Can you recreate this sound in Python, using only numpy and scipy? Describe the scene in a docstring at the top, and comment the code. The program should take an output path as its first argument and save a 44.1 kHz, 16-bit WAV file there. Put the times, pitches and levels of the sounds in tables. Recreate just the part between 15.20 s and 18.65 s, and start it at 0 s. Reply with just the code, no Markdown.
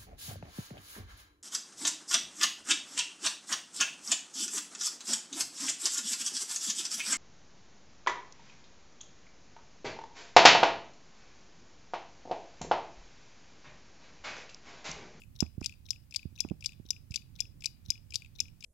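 """Over faint room rumble and hiss, an open pocket watch is already running close to the left microphone.
Four times a second the escapement unlocks, a tooth slides along a pallet and drops onto it;
the two pallets sound tick and tock. Steel parts shimmer on and a loose part rattles between beats.
From 0.2 to 2.7 s, handling bumps reach mostly the right microphone.
Near 0.44 and 2.95 s the sliding tooth catches with a sharper click."""
import sys
import numpy as np
from scipy import signal
from scipy.fft import rfft, irfft, next_fast_len
from scipy.io import wavfile
from scipy.ndimage import map_coordinates

SR = 44100
rng = np.random.default_rng(int(sys.argv[2]) if len(sys.argv) > 2 else 0)


def wrap_up_sound(samples):
    """Save the sound to the file named by the first command line argument, as 16-bit audio."""
    columns = np.atleast_2d(samples).T
    # keep every value between -1 and 1, then stretch to whole-number steps
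    tamed = np.clip(columns, -1, 1)
    steps = np.round(tamed * 32767).astype(np.int16)
    wavfile.write(sys.argv[1], SR, steps)


N = 152145
FFT_SIZE = next_fast_len(N + SR)
HZ = np.fft.rfftfreq(FFT_SIZE, 1 / SR)
WATCH_PAN_DB, BUMP_PAN_DB = 16.5, -15.5  # left minus right
SCATTER_DB = 1.6  # contact level spread, beat to beat

# Drops onto the first (tick) and second (tock) pallet. Each row: time in seconds, gain in dB.
TICK_BEATS = [(0.2051, -1.5), (0.7063, -1), (1.205, -0.5), (1.706, -2), (2.2048, -1.5), (2.7042, -0.5),
              (3.2035, 0)]
TOCK_BEATS = [(-.04, 6.5), (0.4607, 0.35), (.961, 0.7), (1.46, 0.3), (1.9595, 0.3), (2.4582, 1.35),
              (2.9572, 2.05), (3.458, 0.2)]


def amp(db):
    """Gain of a level in dB."""
    return 10 ** (np.asarray(db) / 20)


def unit_rms(x):
    """Scale to rms 1."""
    return x / np.sqrt(np.mean(np.abs(x) ** 2) + 1e-30)


def curve(points, hz):
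    """Interpolate (Hz, value) points on a log frequency axis."""
    knots_hz, values = np.transpose(points)
    return np.interp(np.log(hz + 1), np.log(knots_hz + 1), values)


def pan(db):
    """Left and right gains; the louder side is 1."""
    return amp([[min(db, 0)], [min(-db, 0)]])


def add(track, start_s, x):
    """Mix x into the track, cut to its bounds."""
    i = round(start_s * SR)
    a, b = max(i, 0), min(i + x.shape[-1], N)
    if b > a:
        track[..., a:b] += x[..., a - i:b - i]


def filtered(x, response):
    """Apply a response on the HZ grid."""
    return irfft(rfft(x, FFT_SIZE) * response, FFT_SIZE)[..., :N]


def body(spectrum, size=2048):
    """Minimum-phase impulse response of energy 1 from (Hz, dB) points."""
    cepstrum = irfft(np.log(amp(curve(spectrum, np.fft.rfftfreq(size, 1 / SR)))))
    cepstrum[1:size // 2] *= 2
    cepstrum[size // 2 + 1:] = 0
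    ring = irfft(np.exp(rfft(cepstrum)))
    return ring / np.linalg.norm(ring)


def strike(ring, click_db, scrape_db, decay_s, rise_s=0.0008):
    """A clean click and a brief scrape, both ringing the same body."""
    t = np.arange(SR // 40) / SR
    grit = rng.standard_normal(len(t)) * np.exp(-t / decay_s) * (1 - np.exp(-t / rise_s))
    click = np.pad(ring, (0, len(t) - 1))
    scrape = signal.fftconvolve(grit, ring)
    scrape -= click * (scrape @ click)  # orthogonal, so energies add
    return amp(click_db) * click + amp(scrape_db) * scrape / np.linalg.norm(scrape)


def room_rumble(level_db=-52, pan_db=-15, diffuse_db=-11.5, wander_db=2.5, wander_hz=6.8):
    """Low room noise of wandering level, stronger on the right."""
    # Each row: frequency in Hz, relative level in dB.
    spectrum = [(12, -26), (20, -3), (43, -5.5), (59, -3.5), (98, 0.5), (280, -20), (498, -37),
                (566, -34.5), (619, -41), (1500, -43), (1950, -69.5), (3300, -120)]
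    knots = rng.standard_normal(int(N * wander_hz / SR) + 4)
    swell = amp(wander_db * map_coordinates(knots, [np.arange(N) * wander_hz / SR]))
    colour = amp(curve(spectrum, HZ)) / (1 + (HZ / 900) ** 4)
    low = unit_rms(swell * filtered(rng.standard_normal((3, N)), colour))
    return amp(level_db) * (pan(pan_db) * low[0] + amp(diffuse_db) * low[1:])


def microphone_hiss(level_db=-72, pan_db=0.5, whine_hz=14000, half_width_hz=220, whine_db=-5.5):
    """Steady hiss with a faint high whine."""
    # Each row: frequency in Hz, relative level in dB.
    spectrum = [(290, -36), (500, -1), (1610, -2.5), (2490, -3.5), (3890, -7), (4500, -4.5), (4970, -6.5),
                (13700, -6.5), (15800, -5)]
    whine = 1 + amp(whine_db) / (1 + ((HZ - whine_hz) / half_width_hz) ** 2)
    hiss = filtered(rng.standard_normal((2, N)), amp(curve(spectrum, HZ)) * whine)
    return amp(level_db) * pan(pan_db) * unit_rms(hiss)


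def lead_in(beats, contacts, spectrum, jitter_s=0.0007):
    """Quiet unlocking and sliding contacts before each drop."""
    out, ring = np.zeros(N), body(spectrum)
    for drop_s, db in beats:
        for offset_s, click_db, scrape_db, decay_s in contacts:
            start_s = drop_s + offset_s + jitter_s * rng.normal()
            gain = amp(db + SCATTER_DB * rng.normal())
            add(out, start_s, gain * strike(ring, click_db, scrape_db, decay_s))
    return out


def drops(beats, contacts, spectrum, offset_spread=0.12):
    """A tooth lands on a pallet and rebounds; contacts around the main hit vary in time and level."""
    out, ring = np.zeros(N), body(spectrum)
    for drop_s, db in beats:
        for offset_s, click_db, scrape_db, decay_s in contacts:
            gain = amp(db + SCATTER_DB * rng.normal() * (offset_s != 0))
            start_s = drop_s + offset_s * (1 + offset_spread * rng.normal())
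            add(out, start_s, gain * strike(ring, click_db, scrape_db, decay_s))
    return out


def escapement():
    """The escape wheel unlocks, slides and drops on each pallet in turn, ringing the movement."""
    # Contacts. Each row: offset from the drop in seconds, click in dB, scrape in dB, decay in seconds.
    tick_lead = [(-.0505, -37.5, -35.5, .004), (-.0445, -40, -29, .002), (-.0175, -33, -25, 0.0043),
                 (-.0115, -40, -29.5, 0.004)]
    tick_drop = [(-.0007, -13, -16.5, 0.00083), (0, 3, -8.5, .001), (.0009, -12.5, -10.5, 0.0011),
                 (.004, -8, -12, .0008)]
    tock_unlock = [(-.052, -41.5, -48.5, 0.0011), (-.0505, -27.5, -28.5, 0.0027)]
    tock_lead = [(-.0515, -42, -39, .002), (-.037, -44, -33.5, 0.0062), (-.019, -24, -24.5, .0016),
                 (-.0148, -19, -18.5, .002), (-.0108, -23.5, -26.5, 0.0034)]
    tock_drop = [(-.0007, -18, -20, .0004), (0, -2, -14, .001), (.0016, -11, -10, .0016),
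                 (.0053, -14, -16, .0012)]
    # Response of the movement to slides and drops. Each row: frequency in Hz, relative level in dB.
    tick_slide = [(1500, -43), (2900, -14), (3800, 7), (4700, -11.5), (5700, 2), (7300, -20), (8700, -31),
                  (10500, -18), (15000, -24)]
    tick_body = [(1200, -59.5), (1800, -51.5), (2250, -24), (3050, -27), (3400, -15.5), (3600, -18.5),
                 (4000, -16), (4400, -26.5), (4750, -15.5), (4920, 0.5), (5300, 0.5), (5520, -9),
                 (6000, -6), (6550, -14.5), (7200, -10.5), (7700, -16), (8050, -29), (9000, -35.5),
                 (10300, -18.5), (11100, -36.5), (11800, -26.5), (12300, -49), (13000, -27.5),
                 (14300, -49.5), (16000, -42)]
    tock_slide = [(1500, -36.5), (2900, -5.5), (4000, -11), (5200, 0), (6300, -17.5), (7300, -8.5),
                  (8700, -21), (10500, -16.5), (15000, -47.5)]
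    tock_body = [(1200, -54), (1800, -49.5), (2250, -20), (3000, -25.5), (3700, -10), (4400, -11.5),
                 (4800, 3), (5020, -7.5), (5250, -3.5), (6200, -10.5), (7300, -14.5), (8300, -19),
                 (9000, -31), (10100, -25.5), (11200, -31), (12350, -40), (12900, -25), (14200, -50),
                 (16000, -46)]
    tick = lead_in(TICK_BEATS, tick_lead, tick_slide)
    tick += drops(TICK_BEATS, tick_drop, tick_body)
    tock = lead_in(TOCK_BEATS, tock_unlock, tick_body)  # leaving the first pallet rings it lightly
    tock += lead_in(TOCK_BEATS, tock_lead, tock_slide)
    tock += drops(TOCK_BEATS, tock_drop, tock_body)
    return tick + tock + tooth_catches(tock_slide)


def steel_shimmer(modes=24):
    """Clusters of close steel modes ring on after each drop."""
    # Each row: centre in Hz, half-width in Hz, dB after a tick, dB after a tock, T60 in seconds.
    clusters = [(5380, 380, -25.5, -35.5, .18), (4680, 300, -39, -31.5, .15), (3440, 110, -26, -37, .16),
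                (2910, 45, -33, -35, .3), (7100, 600, -35, -34, .2), (11500, 3200, -35, -35, .3)]
    out, t = np.zeros(N), np.arange(SR // 5) / SR
    for pallet, beats in enumerate([TICK_BEATS, TOCK_BEATS]):
        for drop_s, db in beats:
            for centre_hz, half_width_hz, tick_db, tock_db, t60_s in clusters:
                spread, phase = rng.random((2, modes))
                modes_hz = centre_hz + half_width_hz * (2 * (np.arange(modes) + spread) / modes - 1)
                lines = np.zeros(len(t) // 2 + 1, complex)
                lines[(modes_hz * len(t) / SR).astype(int)] = np.exp(2j * np.pi * phase)
                ring = irfft(lines, len(t)) * amp(-60 * t / t60_s)
                add(out, drop_s, amp(db + (tick_db, tock_db)[pallet]) * ring / np.linalg.norm(ring))
    return out


def watch_room(watch, left_db=-22.5, right_db=-33.5, near_db=-25, near_t60_s=0.05, delay_s=0.0015):
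    """Near reflections from the table and a faint room tail, slightly different for each beat."""
    # Each row: frequency in Hz, T60 in seconds.
    decay_times = [(500, .3), (2500, 0.49), (6000, 0.21), (9000, 0.073), (15000, .15)]
    out, t = np.zeros((2, N)), np.arange(SR // 3) / SR
    beats_s = np.sort([drop_s for drop_s, _ in TICK_BEATS + TOCK_BEATS])
    midpoints_s = (beats_s[1:] + beats_s[:-1]) / 2
    edges = [0, *(midpoints_s * SR).astype(int), N]
    for a, b in zip(edges, edges[1:]):
        hz, frames_s, noise = signal.stft(rng.standard_normal((2, len(t))), SR, nperseg=256)
        decay = amp(-60 * frames_s / curve(decay_times, hz)[:, None])
        tail = signal.istft(noise * decay, SR, nperseg=256)[1][:, :len(t)]
        near = rng.standard_normal((2, len(t))) * amp(-60 * t / near_t60_s)
        response = amp([[left_db], [right_db]]) * unit_rms(tail)
        response += amp(near_db) * pan(WATCH_PAN_DB) * unit_rms(near)
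        reflected = signal.fftconvolve(watch[None, a:b], response / np.sqrt(len(t)), axes=1)
        add(out, a / SR + delay_s, reflected)
    return out


def rattle(gain_db=-17):
    """Light, duller knocks of a loose part between the drops."""
    # Each row: start in seconds, relative level in dB.
    knocks = [(0.019, -5), (0.036, -10), (.202, -3), (.229, -1.5), (.264, -10), (0.428, -1), (0.443, 3.5),
              (.453, 0.5), (0.495, -1), (.524, -6), (.538, -13), (0.687, -9), (0.731, -5.5), (0.76, -9),
              (0.924, -3), (.946, 4.5), (0.993, -4.5), (1.03, -5.5), (1.178, -7), (1.195, -1.5),
              (1.210, -4.5), (1.239, -5), (1.288, -6), (1.299, -6), (1.425, -1), (1.445, 4), (1.492, -3),
              (1.521, -8.5), (1.532, -11.5), (1.731, -7.5), (1.764, -7.5), (1.92, -3.5), (1.942, 7.5),
              (1.976, -3), (2.02, -13), (2.19, -10), (2.195, -2), (2.22, -5.5), (2.254, -9), (2.423, -3),
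              (2.444, 6), (2.472, -2.5), (2.697, -10), (2.720, -4), (2.755, -7), (2.778, -13.5),
              (2.923, -1), (2.942, 4.5), (3.021, -2.5), (3.047, -6), (3.061, -11.5), (3.192, -1),
              (3.212, 0.5), (3.255, -10), (3.283, -10.5), (3.426, -3.5), (3.444, 3)]
    # Each row: frequency in Hz, relative level in dB.
    spectrum = [(1600, -54), (2050, -25), (2450, 1), (2600, 1), (2830, -8), (3100, -19), (3700, -19),
                (4200, -30), (4850, -22), (6000, -30), (7000, -19), (8700, -37), (15000, -48)]
    out, ring = np.zeros(N), body(spectrum)
    for start_s, db in knocks:
        add(out, start_s, amp(gain_db + db) * strike(ring, click_db=-4.5, scrape_db=-6, decay_s=0.00071))
    return out


def handling_bumps(thump_q=0.89, holder_hz=76, holder_t60_s=0.15, holder_db=-11.5, size=8192):
    """Heavily damped thumps, hollower when hard; the microphone holder shakes on after each."""
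    # Each row: start in seconds, thump peak in dB, pitch in Hz, contact hardness as a cutoff in Hz.
    bumps = [(0.2253, -14, 199, 1400), (0.379, -26.5, 141, 490), (.415, -27, 246, 1700),
             (1.0543, -26.5, 137, 420), (1.125, -45.5, 170, 450), (1.2494, -24.5, 246.7, 1200),
             (1.309, -23, 151, 500), (1.3159, -23, 231, 750), (1.5986, -36, 176, 620),
             (1.652, -45.5, 200, 440), (1.905, -29.5, 110, 220), (2.685, -33, 100, 260)]
    # Each row: frequency in Hz, relative level in dB.
    spectrum = [(25, 8.5), (60, 14), (130, 3.5), (350, 2), (560, 0.5), (900, 1), (1700, 4), (2600, 14),
                (5000, -18.5)]
    dip_hz, dip_q, full_dip_hardness_hz = 513, 2.4, 1300
    out, hz, t = np.zeros(N), np.fft.rfftfreq(size, 1 / SR), np.arange(size) / SR
    shake_envelope = amp(holder_db - 60 * t / holder_t60_s) * (1 - np.exp(-t * holder_hz))
    shake = np.sin(2 * np.pi * holder_hz * t) * shake_envelope
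    colour = rfft(body(spectrum, size))
    s_dip = 1j * hz / dip_hz
    dip = s_dip / dip_q / (1 + s_dip / dip_q + s_dip ** 2)
    for start_s, db, pitch_hz, hardness_hz in bumps:
        s_pitch, s_hard = 1j * hz / pitch_hz, 1j * hz / hardness_hz
        resonance = (s_pitch / (1 + s_pitch / thump_q + s_pitch ** 2)) ** 2
        lowpass = 1 / ((1 + s_hard) * (1 + s_hard + s_hard ** 2))
        hollow = 1 - min(hardness_hz / full_dip_hardness_hz, 1) ** 2 * dip
        thump = irfft(colour * hollow * resonance * lowpass)
        add(out, start_s, amp(db) * (shake - thump / np.abs(thump).max()))
    return out


def bump_room(bumps, gain_db=-6, t60_s=0.12, highpass_hz=900):
    """The room answers the bumps faintly, mostly above their bass."""
    t = np.arange(SR // 3) / SR
    tail = unit_rms(rng.standard_normal((2, len(t))) * amp(-60 * t / t60_s)) / np.sqrt(len(t))
    radiated = filtered(bumps, 1j * HZ / (highpass_hz + 1j * HZ))
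    return amp(gain_db) * signal.fftconvolve(radiated[None], tail, axes=1)[:, :N]


def tooth_catches(spectrum):
    """The sliding tooth catches with a sharper click before two of the tocks."""
    # Each row: start in seconds, scrape level in dB.
    catches = [(0.4383, -29), (0.4452, -19), (2.948, -17.5)]
    out, ring = np.zeros(N), body(spectrum)
    for start_s, db in catches:
        add(out, start_s, strike(ring, click_db=db - 6, scrape_db=db, decay_s=0.0027))
    return out


def scene():
    """Watch on the left, bumps on the right, over rumble and hiss."""
    watch = escapement() + steel_shimmer() + rattle()
    bumps = handling_bumps()
    watch_stereo = pan(WATCH_PAN_DB) * watch + watch_room(watch)
    bumps_stereo = pan(BUMP_PAN_DB) * (bumps + bump_room(bumps))
    return watch_stereo + bumps_stereo + room_rumble() + microphone_hiss()


def record(dry):
    """Steep low-pass at the recorder's band limit."""
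    cutoff_hz = 16300
    return filtered(dry, 1 / (1 + (HZ / cutoff_hz) ** 120))


dry = scene()
out = record(dry)
wrap_up_sound(out)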